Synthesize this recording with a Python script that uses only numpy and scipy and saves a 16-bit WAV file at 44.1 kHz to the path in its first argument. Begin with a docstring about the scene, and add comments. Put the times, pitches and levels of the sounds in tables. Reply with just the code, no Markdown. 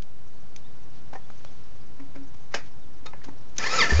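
"""A motorcycle is started on a quiet paved lot, heard from the saddle, with faint birds far off.
Hands click the switches and levers, which sets the handlebar ringing and the hollow tank humming.
The solenoid (the starter's magnetic switch) clacks, and the starter gears whine up, slow down as
the engine squeezes its first air, and recover. The engine fires and the exhaust pipe booms."""
import sys
import numpy as np
from scipy import signal
from scipy.fft import rfft, irfft
from scipy.io import wavfile

SR = 44100
rng = np.random.default_rng(int(sys.argv[2]) if len(sys.argv) > 2 else 0)


def wrap_up_sound(samples):
    """Save the sound to the file named by the first command line argument, as 16-bit audio."""
    columns = np.atleast_2d(samples).T
    # keep every value between -1 and 1, then stretch to whole-number steps
    tamed = np.clip(columns, -1, 1)
    steps = np.round(tamed * 32767).astype(np.int16)
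    wavfile.write(sys.argv[1], SR, steps)


N = 176400
T = np.arange(N) / SR

# tone of rushing gas, in the intake and the exhaust: (frequency [Hz], relative level [dB])
GAS_TONE = [(60, -2), (150, -7), (300, 3.5), (420, 8.5), (600, -11.5), (1300, -14.5), (3000, -20),
            (8000, -49.5)]


def from_db(db):
    """Turn decibels into a number to multiply by."""
    return 10 ** (np.asarray(db) / 20)


def unit_level(x):
    """Scale a signal so that its average strength (rms) is 1."""
    return x / np.sqrt(np.mean(x ** 2) + 1e-20)


def curves(rows):
    """Join a table's timed points with straight lines, one curve per column after the time."""
    times, *columns = np.transpose(rows)
    return [np.interp(T, times, column) for column in columns]


def since(start):
    """Seconds since a moment, zero before it."""
    return np.maximum(T - start, 0)


def fade(start, fade_s):
    """Stay at 1 until the start, then fall by 60 dB every fade_s seconds."""
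    return np.exp(-np.log(1000) * since(start) / fade_s)


def swell(middle, half_length):
    """A smooth rise and fall around a moment."""
    return np.cos(np.pi / 2 * np.clip((T - middle) / half_length, -1, 1)) ** 2


def drift(hz):
    """A random wobble of strength 1; a higher hz makes it quicker."""
    smoothing = signal.butter(2, hz, fs=SR, output="sos")
    return unit_level(signal.sosfilt(smoothing, rng.standard_normal(N)))


def noise(tone):
    """Noise of strength 1, shaped by rows of (frequency [Hz], relative level [dB])."""
    hz, db = np.transpose(tone)
    freqs = np.maximum(np.arange(N // 2 + 1) * SR / N, 1)
    gain = from_db(np.interp(np.log(freqs), np.log(hz), db)) * np.minimum(freqs / hz[0], 1)
    return unit_level(irfft(rfft(rng.standard_normal(N)) * gain, N))


def outdoors():
    """Distant rumble and hiss fill the open air."""
    # tone of the background: (frequency [Hz], relative level [dB])
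    air_tone = [(25, -3.5), (45, -0.5), (80, -2), (128, 0), (175, -5.5), (250, -8.5), (400, -13),
                (900, -17), (1500, -22), (2600, -27), (4000, -28), (6200, -30.5), (7500, -35)]
    # loudness of the background: (time [s], level [dB])
    air_levels = [(0, -52), (.8, -50), (1.5, -50), (2.4, -50), (2.9, -50.5), (3.5, -49)]
    air_db, = curves(air_levels)
    return from_db(air_db) * noise(air_tone)


def treble_flicker():
    """A faint high tone wanders and flickers in the hiss."""
    hz = 6020 + 530 * drift(41)
    db = -75.5 + 7.5 * np.minimum(drift(25), 2)
    return from_db(db) * np.sin(2 * np.pi * np.cumsum(hz) / SR)


def birds():
    """Far birds chirp, each chirp a short sliding whistle."""
    # chirps: (time [s], length [s], start pitch [Hz], end pitch [Hz], level [dB])
    chirps = [(.30, 0.13, 4400, 4280, -70), (0.636, 0.044, 3370, 3920, -58.5),
              (.695, .025, 3550, 3680, -65), (1.239, .025, 3380, 3500, -62), (1.46, 0.029, 3270, 3500, -59),
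              (2.811, .05, 3900, 3300, -63)]
    out = np.zeros(N)
    for start, length, start_hz, end_hz, db in chirps:
        progress = np.clip((T - start) / length, 0, 1)
        hz = start_hz + (end_hz - start_hz) * progress
        out += from_db(db) * np.sin(np.pi * progress) * np.sin(2 * np.pi * np.cumsum(hz) / SR)
    return out


def click_shape(start, length):
    """A click rises, holds and dies; longer ones leave more rattle in the handlebar."""
    fall_s, tail_s, tail_db = 0.0014, 0.026, -8.5
    after_end = since(start + length)
    hit = np.minimum(since(start) / (0.61 * length), 1) * np.exp(-after_end / fall_s)
    tail = from_db(tail_db) * min(length / 0.0081, 1) * (T > start) * np.exp(-after_end / tail_s)
    return np.hypot(hit, tail)


def controls():
    """Switches and levers hit their stops, each a burst of noise in four bands from low to high."""
    # contacts: (time [s], length [s], thud [dB], body [dB], clack [dB], tick [dB])
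    clicks = [(.021, 0.0031, -53, -53, -57, -45), (0.561, 0.0023, -66, -50, -55, -36.5),
              (1.127, .011, -48.5, -41, -47, -53), (1.144, 0.02, -55, -46, -54, -60),
              (1.3007, 0.0025, -49, -41, -45.5, -55), (1.447, 0.0027, -65, -41, -48, -47),
              (1.994, 0.011, -69, -48.5, -51.5, -60), (2.149, 0.016, -46, -49.5, -49, -58),
              (2.338, 0.0099, -58, -60, -60, -59), (2.511, 0.027, -68, -59, -53.5, -57.5),
              (2.54, 0.0087, -38.5, -28.5, -26, -28.5), (3.056, 0.013, -71, -40.5, -45.5, -45),
              (3.131, 0.0064, -47, -44.5, -44.5, -69), (3.213, 0.0057, -62, -64, -57, -77),
              (3.236, 0.014, -52, -54.5, -49, -47), (3.28, 0.014, -43.5, -45.5, -57, -63),
              (3.561, 0.011, -66, -63, -54, -45.5)]
    # edges of the thud, body, clack and tick bands: (frequency [Hz])
    edges = [200, 400, 1100, 2400, 7500]
    shapes = np.array([click_shape(start, length) for start, length, *_ in clicks])
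    band_gains = from_db(np.array(clicks)[:, 2:]).T
    out = np.zeros(N)
    for gains, band in zip(band_gains, zip(edges, edges[1:])):
        band_filter = signal.butter(4, band, "band", fs=SR, output="sos")
        out += (gains @ shapes) * unit_level(signal.sosfilt(band_filter, rng.standard_normal(N)))
    return out


def ring(start, hz, db, fade_s):
    """One fading note of a struck part."""
    wave = np.sin(2 * np.pi * (hz * since(start) + rng.random()))
    return (T > start) * from_db(db) * fade(start, fade_s) * wave


def handlebar():
    """Small fittings ring after light clicks; the steel bar rings when the main switch snaps."""
    # notes of the fittings: (time [s], pitch [Hz], level [dB], time to fade 60 dB [s])
    fitting_notes = [(.563, 6160, -38, 0.022), (1.152, 778, -34, .08), (1.156, 1820, -38.5, 0.064),
                     (1.303, 1290, -43, .012), (2.157, 560, -44.5, 0.13), (2.157, 1360, -51, .12),
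                     (3.063, 1263, -42, .17), (3.062, 2500, -48, .12), (3.063, 3710, -39, 0.089),
                     (3.061, 4170, -45, .07), (3.135, 550, -41.5, 0.082), (3.135, 1706, -51, 0.15),
                     (3.218, 1880, -50, .06)]
    # notes of the bar: (pitch [Hz], level [dB], time to fade 60 dB [s])
    bar_notes = [(475, -35.5, 0.17), (575, -39, 0.055), (687, -33.5, .12), (896, -40.5, .2),
                 (1560, -40.5, 0.27), (1764, -36.5, 0.16), (1893, -43.5, 0.33), (1975, -45.5, .27),
                 (2336, -42.5, 0.27), (2525, -41, 0.23), (2950, -31.5, 0.079), (5060, -39, 0.13),
                 (4800, -43, 0.16), (5500, -32.5, 0.091), (6804, -56, .15)]
    snap_s = 2.5455
    bar = sum(ring(snap_s, *note) for note in bar_notes)
    return bar + sum(ring(*note) for note in fitting_notes)


def sleeve():
    """A sleeve brushes softly as the hand moves between the controls."""
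    # brushes: (middle time [s], half length [s], level [dB])
    brushes = [(0.967, 0.054, -58.5), (1.407, 0.32, -63), (1.655, 0.45, -66), (2.666, 0.04, -55.5)]
    # tone of the cloth: (frequency [Hz], relative level [dB])
    cloth_tone = [(400, -8), (1200, 5), (3500, 5), (6000, 2.5), (7500, -3)]
    return sum(from_db(db) * swell(middle, half) for middle, half, db in brushes) * noise(cloth_tone)


def tank():
    """After a knock the hollow tank hums one low note that swells, holds and fades."""
    # knocks: (time [s], hold [s], level [dB])
    knocks = [(1.994, .04, -40.5), (2.15, 0.07, -40.5), (2.553, 0.027, -49.5), (2.974, 0.058, -51),
              (3.255, 0.056, -46)]
    hum_hz, rise_s, fade_s, waver_db = 275.7, 0.0069, 0.23, 2
    level = sum(from_db(db) * (1 - np.exp(-since(start) / rise_s)) * fade(start + hold, fade_s)
                for start, hold, db in knocks)
    return level * from_db(waver_db * drift(35)) * np.sin(2 * np.pi * hum_hz * T)


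def solenoid():
    """The solenoid's steel plunger lands with a bright chink."""
    # tone of the plunger: (frequency [Hz], relative level [dB])
    plunger_tone = [(200, -20), (1200, -26), (2700, -8.5), (4800, -8), (5500, -5), (6050, 7.5), (6600, -4),
                    (7200, 6.5), (8000, -10.5)]
    start, length, rise_s, fall_s = 3.581, .005, .001, 0.0024
    shape = np.minimum(since(start) / rise_s, 1) * np.exp(-since(start + length) / fall_s)
    return from_db(-21) * shape * noise(plunger_tone)


def starter():
    """Gear teeth whine and rattle, hardest when the air squeezed in the engine slows them."""
    # speed of the gears: (time [s], teeth meeting per second [Hz])
    gear_speed = [(3.584, 348.4), (3.61, 619), (3.64, 818.8), (3.67, 1062), (3.70, 1200), (3.725, 1299),
                  (3.762, 1372), (3.785, 1315), (3.80, 1214), (3.815, 1087), (3.83, 895.6), (3.845, 854),
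                  (3.865, 672), (3.885, 763), (3.902, 873.5), (3.94, 1078), (4.0, 1275)]
    # strain on the starter: (time [s], relative whine level [dB], relative rattle level [dB])
    strain = [(3.584, -44, -34), (3.62, -40, -34), (3.642, -35, -29), (3.652, -41, -32),
              (3.667, -27.5, -30), (3.69, -42, -32), (3.73, -34.5, -27), (3.775, -34.5, -25.5),
              (3.805, -21.5, -27.5), (3.832, -26, -23), (3.848, -36.5, -26.5), (3.868, -30, -31.5),
              (3.885, -46, -32.5), (3.905, -37.5, -27.5), (3.93, -50, -30), (4.0, -40.5, -30)]
    # tones in the whine: (multiple of the tooth rate, relative level [dB])
    whine_tones = [(.385, -9), (1, -2.5), (1.78, -8.5), (2, 0), (3, -1), (4, -3.5), (5, -7), (6, -18)]
    # tone of the rattle: (frequency [Hz], relative level [dB])
    rattle_tone = [(40, -20), (130, 0.5), (350, 0), (700, -1), (1200, -3), (2200, -3.5), (3600, -9),
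                   (5200, -5.5), (6700, -5.5), (8000, -11.5)]
    start_s, speed_wobble, flutter_db, grain_db = 3.584, 0.00787, 3.5, 2
    tooth_hz, = curves(gear_speed)
    whine_db, rattle_db = curves(strain)
    running = T > start_s
    phase = 2 * np.pi * np.cumsum(tooth_hz * (1 + speed_wobble * drift(147))) / SR
    whine = np.zeros(N)
    for multiple, db in whine_tones:
        level = from_db(whine_db + db + flutter_db * drift(70))
        blur = 0.11 * np.sqrt(multiple) * drift(120)
        whine += running * level * np.sin(multiple * phase + blur)
    whine *= 1 + 0.24 * np.sin(.11 * phase)   # the small gear is off-centre: one throb per turn
    rattle = running * from_db(rattle_db + grain_db * drift(400) - 2) * noise(rattle_tone)
    shaking = from_db(6) * whine + from_db(-2.5) * rattle
    return from_db(-5) * whine + rattle + engine_case(shaking)


def engine_case(shaking):
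    """The engine case rings at its own pitches when it is shaken."""
    # notes of the case: (pitch [Hz], width [Hz], gain [dB])
    case_notes = [(508, 23, -5.5), (1322, 23, 7.5), (1764, 58, 9.5), (1985, 59, -1), (2393, 67, -1.5),
                  (4390, 43, -5), (4650, 57, 5), (5080, 150, -1.5), (6870, 60, 7.5)]
    out = np.zeros(N)
    for hz, width_hz, db in case_notes:
        decay = np.exp(-np.pi * width_hz / SR)   # share of the ringing left after one sample
        feed = np.array([1, 0, -1]) * (1 - decay ** 2) / 2
        feedback = [1, -2 * decay * np.cos(2 * np.pi * hz / SR), decay ** 2]
        out += from_db(db) * signal.lfilter(feed, feedback, shaking)
    return out


def with_echoes(sound):
    """The ground and a nearby wall send back later, quieter copies of a sound."""
    # echoes: (delay [s], gain [dB])
    echoes = [(.0043, -17.5), (0.0269, -9)]
    return sound + sum(from_db(db) * np.interp(T - delay, T, sound) for delay, db in echoes)


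def intake():
    """Air rushes through the engine as it turns over."""
    return from_db(-35.5) * swell(middle=3.912, half_length=0.048) * noise(GAS_TONE)


def exhaust():
    """Each firing sends out a thump and a blast of gas; the first sets the pipe booming."""
    # firings: (time [s], thump level [dB], blast level [dB])
    firings = [(3.9224, -12.5, -26.5), (3.990, -37, -15.5)]
    thump_s, blast_rise_s, blast_fall_s = 0.0049, .002, .014
    pipe_hz, climb_hz_per_s, boom_rise_s = 58.3, 410, 0.011   # hot gas raises the pipe's pitch
    out, gas = np.zeros(N), noise(GAS_TONE)
    for start, thump_db, blast_db in firings:
        age = since(start)
        out -= from_db(thump_db) * np.sin(np.pi * np.minimum(age / thump_s, 1)) ** 2
        out += from_db(blast_db) * gas * np.minimum(age / blast_rise_s, 1) * np.exp(-age / blast_fall_s)
    first_firing = firings[0][0]
    age = since(first_firing)
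    cycles = pipe_hz * age + climb_hz_per_s * age ** 2 / 2
    boom_level = from_db(-12.5) * (1 - np.exp(-age / boom_rise_s)) * fade(first_firing, fade_s=1.7)
    return out - boom_level * np.sin(2 * np.pi * cycles)


def scene():
    """Add all the sounds together in one channel."""
    hands = controls() + handlebar() + tank() + sleeve()
    engine = solenoid() + with_echoes(starter()) + intake() + exhaust()
    return (hands + engine + outdoors() + birds() + treble_flicker())[None]


def record(dry):
    """Soften the treble, cut off the very top and shift the whole wave a little below zero."""
    soften_hz, cutoff_hz, offset = 6790, 8037, -.09
    soft = signal.sosfilt(signal.butter(10, soften_hz, fs=SR, output="sos"), dry)
    return offset + signal.sosfilt(signal.ellip(10, .2, 80, cutoff_hz, fs=SR, output="sos"), soft)


dry = scene()
out = record(dry)
wrap_up_sound(out)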